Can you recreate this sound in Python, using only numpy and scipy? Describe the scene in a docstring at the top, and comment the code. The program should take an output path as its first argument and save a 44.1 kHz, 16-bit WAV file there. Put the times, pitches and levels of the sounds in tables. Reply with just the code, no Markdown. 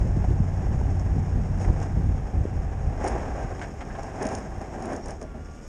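"""An engine drones under buffeting wind, which fades as the truck slows: swept orders, filtered noise.
A pickup pushes its plow across a snowy lot; a cased microphone sits above the hood.
The steel blade drags and crunches through packed snow and ice: random grains ring steel, snow and case.
Ticks of ice ping the case, cold snow squeaks, and at the end the lift pump whines in a few harmonics
and one odd partial."""
import sys
import numpy as np
from scipy import signal
from scipy.fft import rfft, irfft
from scipy.io import wavfile

SR = 44100
rng = np.random.default_rng(int(sys.argv[2]) if len(sys.argv) > 2 else 0)


def generate_wav(signal):
    """Clip the signal to [-1, 1] and save it as 16-bit WAV at the path in sys.argv[1]."""
    frames = np.transpose(np.atleast_2d(signal))
    scaled = np.clip(frames, -1, 1) * 32767
    pcm = np.round(scaled).astype(np.int16)
    wavfile.write(sys.argv[1], SR, pcm)


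N = 250472
TIME = np.arange(N) / SR  # s

# engine drone: start_s, firing_hz, level_db
ENGINE_COURSE = [(0, 89.36, -25.5), (.5, 91.32, -26.5), (1, 92.2, -27.5), (1.5, 92.07, -24),
                 (1.9, 91.9, -32.5), (2.3, 87.9, -33), (3, 86.96, -34), (3.6, 89, -46.5),
                 (4.8, 91.3, -43.5), (5.15, 73.63, -43), (5.4, 76.2, -40), (5.68, 79, -44)]
# engine orders: multiple_of_firing_rate, relative_db
ENGINE_ORDERS = [(0.374, -12), (0.5, -27), (.625, -2.5), (1, 0.5), (1.625, -12), (2, -12.5), (2.252, -29.5),
                 (3, -18.5), (4.002, -25)]
# exhaust and body resonances swept by the orders: freq_hz, gain_db
BODY_RESPONSE = [(30, 6), (57, 1), (68, 0.5), (78, -2.5), (92, 2), (120, -5.5), (150, 5.5), (175, -0.5),
                 (205, 0), (400, -10)]
# fan and engine bay hiss: freq_hz, density_db_per_hz
BAY_SPECTRUM = [(25, -7.5), (60, 0.5), (120, -9.5), (220, -6), (330, -9), (500, -13), (780, -22),
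                (1100, -23.5), (1700, -26), (2800, -33), (4200, -45), (7000, -42), (12500, -40.5)]
# airflow over the case, easing as the truck slows: start_s, relative_db
WIND_COURSE = [(0, -26.5), (1.4, -26.5), (2.3, -29), (3.3, -30), (3.6, -33), (5.1, -41), (5.68, -48)]
# wind rumble: freq_hz, density_db_per_hz
WIND_SPECTRUM = [(10, -8.5), (25, -3.5), (55, 2), (90, -2.5), (130, -6), (190, -12), (270, -20),
                 (400, -27.5), (700, -46), (1500, -68.5)]
# gusts: peak_s, swell_db, half_length_s
GUST_SWELLS = [(0.051, 7, 0.058), (0.176, 9.5, 0.018), (0.307, 9.5, 0.038), (0.42, 3, 0.016),
               (0.512, 4, 0.017), (0.716, 5.5, .04), (0.867, 4, 0.12), (1.172, 8, 0.039), (1.378, 6, 0.028),
               (1.705, 10, 0.042), (1.983, 8, .035), (2.084, 7.5, 0.093), (2.384, 7.5, 0.07),
               (2.585, 7, 0.038), (2.717, 2, 0.054), (2.894, 7, 0.029), (3.43, 2.5, 0.043),
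               (4.556, 6.5, .05), (5.088, 10, 0.036)]
# smaller eddies torn off by strong gusts: freq_hz, density_db_per_hz
GUST_SPECTRUM = [(60, -19.5), (140, 4), (260, -4), (400, -10), (700, -22), (1500, -49.5)]
# single eddies striking the case: centre_s, peak_db, pitch_hz
EDDY_STRIKES = [(0.298, -25, 123), (0.405, -9, 135), (1.167, -13, 114), (1.679, -14, 86), (1.977, -17, 119),
                (2.414, -10.5, 77.9), (2.455, -17.5, 328), (2.876, -13.5, 63.7), (3.448, -24, 131.2)]
# steady drag of the blade, until it lifts: start_s, scrape_relative_db, icy_grit_relative_db
BLADE_DRAG = [(0, -42, -60), (1.5, -43, -61), (2.75, -43.5, -63), (3.2, -35.5, -58.5), (3.75, -45, -62),
              (4.7, -43, -61), (5.0, -49, -60), (5.33, -51.5, -67), (5.68, -56, -58.5)]
# ridges of packed snow met by the blade:
# peak_s, scrape_relative_db, icy_grit_relative_db, heap_relative_db, build_up_s, release_s
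SNOW_RIDGES = [(1.62, -36.5, -51.5, -46, 0.028, 0.037), (1.82, -39, -57, -40, 0.075, .07),
               (3.07, -30.5, -51.5, -35, 0.061, 0.09), (3.42, -38, -59, -39, 0.079, 0.12),
               (3.62, -45, -55, -43, 0.017, 0.052), (4.04, -39.5, -59, -46.5, 0.15, 0.48),
               (4.25, -32.5, -56, -33.5, 0.076, 0.11), (4.33, -35, -52, -33.5, 0.046, 0.089),
               (4.62, -39.5, -59, -38, 0.0077, .02), (4.932, -34, -56, -30.5, 0.17, 0.066),
               (5.09, -38.5, -55, -37.5, 0.032, 0.058), (5.24, -45, -65, -36, .02, 0.031),
               (5.355, -51.5, -74, -38.5, 0.014, 0.039)]
# scraping edge: freq_hz, density_db_per_hz
SCRAPE_SPECTRUM = [(150, -20), (350, -2), (550, -1.5), (700, 0.5), (850, -2), (950, -5.5), (1300, -12),
                   (1750, -12), (2400, -19), (3300, -30.5), (4300, -41.5), (7000, -68)]
# rumble of the heaped snow: freq_hz, density_db_per_hz
HEAP_SPECTRUM = [(90, -21.5), (160, -9), (205, 3.5), (260, 3), (320, -0.5), (400, -1.5), (520, -10),
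                 (650, 1), (1000, -44.5)]
# ringing of the steel blade: freq_hz, width_hz, relative_db
STEEL_MODES = [(390, 25, -3.5), (449, 22, -3.5), (608, 18, -13), (742, 38, 1.5), (777.5, 31, 4.5),
               (1064, 27, -8.5), (1593, 64, -7.5), (1703, 15, -9.5)]
# treble passed by the case in two broad humps: freq_hz, density_db_per_hz
CASE_SPECTRUM = [(2500, -14.5), (4200, -19.5), (4800, -9.5), (5200, 0), (5650, 2), (6080, -8), (6480, 3.5),
                 (6850, -0.5), (7300, -6.5), (8800, -9.5), (9600, -45), (10500, -20)]
# pings of the case when struck hard: freq_hz, width_hz, relative_db
CASE_PING_MODES = [(9160, 140, 2), (9500, 56, -2.5)]
# crusts breaking under the blade: start_s, relative_db, length_s, brightness_db_per_octave
CRUST_BREAKS = [(0.242, -37.5, 0.0096, -0.5), (0.666, -38.5, 0.0064, -2), (0.812, -35.5, 0.0062, -7),
                (1.611, -40.5, .011, -0.5), (1.646, -36, 0.0087, 1), (1.68, -35.5, .017, -5.5),
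                (3.039, -33.5, 0.061, -3), (3.15, -34, 0.031, -4.5), (3.377, -38.5, 0.0089, -.5),
                (3.593, -45, .013, 5), (3.614, -38, 0.026, 6), (3.639, -41.5, 0.026, 2.5),
                (3.806, -40, 0.022, 6), (3.95, -42, 0.019, 3.5), (4.212, -32.5, 0.03, -3.5),
                (4.608, -38, 0.023, -3.5), (5.058, -40, 0.015, -5), (5.213, -39.5, 0.015, -2),
                (5.344, -47.5, .02, -8.5)]
# hard ticks of ice: start_s, peak_db, ping_relative_db
ICE_TICKS = [(0.9962, -34.5, -19), (1.8014, -38.5, -22), (1.829, -33, -24), (3.043, -29.5, -8),
             (3.0764, -25, -1), (3.083, -24, -1), (3.1812, -36, -16), (4.032, -33.5, -16),
             (4.224, -30, -12), (4.228, -27, -0.5), (4.2532, -31, -3), (4.268, -23, -6.5),
             (4.2885, -30, -12), (4.351, -23.5, -6), (4.3844, -35, 0), (4.6153, -35, -5), (4.824, -33, -3),
             (4.856, -34.5, 3), (4.932, -33, -4), (4.9635, -29, -7), (5.0588, -34.5, -5), (5.084, -33, -5),
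             (5.107, -31, -5), (5.215, -33.5, -5), (5.227, -35.5, -8)]
# squeaks of cold snow on steel: peak_s, level_db, pitch_hz, half_length_s
SNOW_SQUEAKS = [(3.913, -39.5, 1630, 0.012), (5.039, -50, 5600, 0.012)]
# lift pump, sagging under load and then climbing: start_s, shaft_hz
PUMP_COURSE = [(5.2, 291.5), (5.26, 287.5), (5.33, 279.3), (5.44, 288.5), (5.54, 287), (5.67, 299)]
# pump whine: multiple_of_shaft_rate, relative_db
PUMP_PARTIALS = [(4, -1.5), (4.91, 0), (6, -10), (8, -11), (10, -12), (12, -18)]
# microphone response: freq_hz, gain_db
MIC_RESPONSE = [(5, -21.5), (24, 0.5), (9600, -4.5), (10100, -13.5), (13000, -14), (14000, -28)]


def gain_of(db):
    """Decibels to amplitude."""
    return 10 ** (np.asarray(db) / 20)


def evened(x):
    """Scales to an rms of 1."""
    return x / np.sqrt(np.mean(x ** 2) + 1e-20)


def curves(rows):
    """Each column of a table, joined by straight lines at every sample."""
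    start_s, *columns = np.transpose(rows)
    return [np.interp(TIME, start_s, column) for column in columns]


def add(mix, start_s, sound):
    """Mixes a sound in at its start time."""
    part = mix[max(round(start_s * SR), 0):][:len(sound)]
    part += sound[:len(part)]


def swell(peak_s, before_s, after_s, shape=2):
    """Hump of height 1, falling to 1/e at the given times; shape 1 is pointed, 2 rounded."""
    length_s = np.where(TIME < peak_s, before_s, after_s)
    distance = np.minimum(abs(TIME - peak_s) / length_s, 20)
    return np.exp(-distance ** shape)


def wander(rate_hz, size=4096):
    """Random drift of rms 1, low-passed near the given rate."""
    coarse_s = np.linspace(0, N / SR, size)
    freq_hz = np.fft.rfftfreq(size, coarse_s[1])
    lowpass = 1 / (1 + (freq_hz / rate_hz) ** 4)
    drift = irfft(rfft(rng.standard_normal(size)) * lowpass)
    return np.interp(TIME, coarse_s, evened(drift))


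def coloured(x, spectrum, tilt_db_per_octave=0, size=8192):
    """Causal minimum-phase filter with the given, tilted spectrum; rms 1."""
    freq_hz, db = np.transpose(spectrum)
    table_octave = np.log2(freq_hz)
    octave = np.log2(abs(np.fft.fftfreq(size, 1 / SR)) + 1)
    log_gain = np.log(gain_of(np.interp(octave, table_octave, db + tilt_db_per_octave * table_octave)))
    minimum_phase = np.exp(np.conj(signal.hilbert(log_gain)))
    response = np.fft.ifft(minimum_phase).real[:size // 2]
    return evened(signal.fftconvolve(x, response)[:len(x)])


def grains(per_s, spread_db, length=N):
    """Random clicks, most small and a few large; rms 1."""
    size = gain_of(spread_db * np.minimum(rng.exponential(1, length), 4))
    sign = rng.choice([-1, 1], length)
    present = rng.random(length) < per_s / SR
    return evened(size * sign * present)


def ringing(x, modes):
    """Excites a set of decaying modes with x; rms 1."""
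    t = TIME[:SR // 10]
    response = np.zeros(len(t))
    for freq_hz, width_hz, db in modes:
        decay = np.exp(-np.pi * width_hz * t)
        response += gain_of(db) * width_hz * decay * np.sin(2 * np.pi * freq_hz * t)
    return evened(signal.fftconvolve(x, response)[:len(x)])


def engine(jitter=0.0055, flutter_db=2, pulsing=0.3, bay_db=-42, hiss_db_per_octave=10):
    """Firing-rate orders sweep the body resonances, over pulsing engine bay hiss."""
    firing_hz, drone_db = curves(ENGINE_COURSE)
    turns = np.cumsum(firing_hz * (1 + jitter * wander(6.6))) / SR
    drone = np.zeros(N)
    for multiple, order_db in ENGINE_ORDERS:
        body_db = np.interp(multiple * firing_hz, *np.transpose(BODY_RESPONSE))
        amplitude = gain_of(order_db + body_db + flutter_db * wander(5.1))
        drone += amplitude * np.sin(2 * np.pi * (multiple * turns + rng.random()))
    hiss = rng.standard_normal(N) * (1 + pulsing * np.cos(2 * np.pi * turns))
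    # the fan slows with the engine; bay_db holds at the top firing rate
    hiss_db = bay_db + hiss_db_per_octave * np.log2(firing_hz / firing_hz.max())
    return gain_of(drone_db) * evened(drone) + gain_of(hiss_db) * coloured(hiss, BAY_SPECTRUM)


def wind(level_db=-2.5, lumpy_db=1.5, gust_db=-13, strong_db=-21):
    """Lumpy turbulence on the case, brighter in gusts, with single pressure swings."""
    flow_db = curves(WIND_COURSE)[0]
    for peak_s, rise_db, half_s in GUST_SWELLS:
        flow_db = flow_db + rise_db * swell(peak_s, half_s, half_s)
    lumps = gain_of(lumpy_db * wander(56))
    rumble = coloured(rng.standard_normal(N) * lumps, WIND_SPECTRUM)
    eddies = coloured(grains(per_s=600, spread_db=1.0) * lumps, GUST_SPECTRUM)
    # eddies grow faster than the rumble
    out = gain_of(flow_db + level_db) * (rumble + gain_of(gust_db + flow_db - strong_db) * eddies)
    for centre_s, peak_db, pitch_hz in EDDY_STRIKES:
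        u = np.pi * pitch_hz * (TIME - centre_s)
        out -= gain_of(peak_db) * (1 - 2 * u ** 2) * np.exp(-u ** 2)  # suction between two pushes
    return out


def blade_effort(drag_heap_db=-5.5, ridge_shape=1.2):
    """Scrape, grit and heap strengths: each ridge adds its power to the steady drag."""
    scrape_db, icy_db = curves(BLADE_DRAG)
    heap_db = scrape_db + drag_heap_db  # thin snow on the blade
    power = gain_of([scrape_db, icy_db, heap_db]) ** 2
    for peak_s, *ridge_db, build_s, release_s in SNOW_RIDGES:
        hump = swell(peak_s, build_s, release_s, ridge_shape)
        power += np.outer(gain_of(ridge_db), hump) ** 2
    return np.sqrt(power)


def scrape(scrape_db=-2, steel_db=-4, grit_db=3.5, ping_db=-9, hard_ice_db=-52, judder_db=1.27):
    """The juddering edge crushes grains that sound the blade, its heaped snow and the case."""
    push, ice, load = blade_effort()
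    judder = gain_of(judder_db * wander(34))
    edge = coloured(judder * grains(per_s=4900, spread_db=2), SCRAPE_SPECTRUM)
    steel = gain_of(steel_db) * ringing(judder * grains(per_s=1200, spread_db=5), STEEL_MODES)
    heap = coloured(judder * grains(per_s=1300, spread_db=3.5), HEAP_SPECTRUM)
    grit = judder * grains(per_s=9000, spread_db=3.0)
    hardness = np.minimum(ice / gain_of(hard_ice_db), 1)  # harder ice pings the case more
    ping = hardness * gain_of(ping_db) * ringing(grit, CASE_PING_MODES)
    treble = coloured(grit, CASE_SPECTRUM) + ping
    blade = push * (edge + steel) + load * heap
    return gain_of(scrape_db) * blade + gain_of(grit_db) * ice * treble


def crunches(case_db=-19, steel_db=-7):
    """Each crust gives way in a short shower of cracks."""
    out, t = np.zeros(N), TIME[:SR // 5]
    for start_s, db, length_s, tilt_db in CRUST_BREAKS:
        cracks = grains(per_s=3700, spread_db=1.5, length=len(t)) * np.exp(-(t / length_s) ** 2)
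        tilted_modes = [(hz, width_hz, mode_db + tilt_db * np.log2(hz)) for hz, width_hz, mode_db in STEEL_MODES]
        sound = coloured(cracks, SCRAPE_SPECTRUM, tilt_db)
        sound += gain_of(steel_db) * ringing(cracks, tilted_modes)
        sound += gain_of(case_db + tilt_db) * coloured(cracks, CASE_SPECTRUM)
        # rms 1 over the whole window becomes roughly rms 1 over the burst
        add(out, start_s, gain_of(db) * np.sqrt(length_s / t[-1]) * sound)
    return out


def ticks(chatter=0.25, chatter_s=0.0026):
    """A sharp contact and its brief chatter ring the case."""
    out, t = np.zeros(N), TIME[:SR // 20]
    for start_s, peak_db, ping_db in ICE_TICKS:
        contact = (t == 0) + chatter * rng.standard_normal(len(t)) * np.exp(-t / chatter_s)
        ping = gain_of(ping_db) * ringing(contact, CASE_PING_MODES)
        ring = coloured(contact, CASE_SPECTRUM) + ping
        add(out, start_s, gain_of(peak_db) * ring / abs(ring).max())
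    return out


def squeaks(width_hz=90):
    """Stick and slip hold one resonance for a moment: noise through one mode."""
    out = np.zeros(N)
    for peak_s, db, pitch_hz, half_s in SNOW_SQUEAKS:
        tone = ringing(rng.standard_normal(N), [(pitch_hz, width_hz, 0)])
        out += gain_of(db) * swell(peak_s, half_s, half_s) * tone
    return out


def pump(level_db=-58.5, rise_s=0.06, jitter=0.00082, flutter_db=1.8):
    """The hydraulic pump whines at multiples of its shaft rate as the blade lifts."""
    shaft_hz, = curves(PUMP_COURSE)
    turns = np.cumsum(shaft_hz * (1 + jitter * wander(30))) / SR
    whine = np.zeros(N)
    for multiple, db in PUMP_PARTIALS:
        amplitude = gain_of(db + flutter_db * wander(13))
        whine += amplitude * np.sin(2 * np.pi * (multiple * turns + rng.random()))
    fade_in = np.clip((TIME - PUMP_COURSE[0][0]) / rise_s, 0, 1)
    return gain_of(level_db) * evened(whine) * fade_in


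def scene():
    """All sources at the one microphone."""
    return (engine() + wind() + scrape() + crunches() + ticks() + squeaks() + pump())[None]


def record(dry, edge_hz=14000):
    """The microphone's dull top, then a steep band limit."""
    response = gain_of(np.interp(np.fft.rfftfreq(N, 1 / SR), *np.transpose(MIC_RESPONSE)))
    heard = irfft(rfft(dry) * response, N)
    lowpass = signal.firwin(511, edge_hz, window=("kaiser", 9), fs=SR)
    return signal.oaconvolve(heard, lowpass[None], "same")


dry = scene()
out = record(dry)
generate_wav(out)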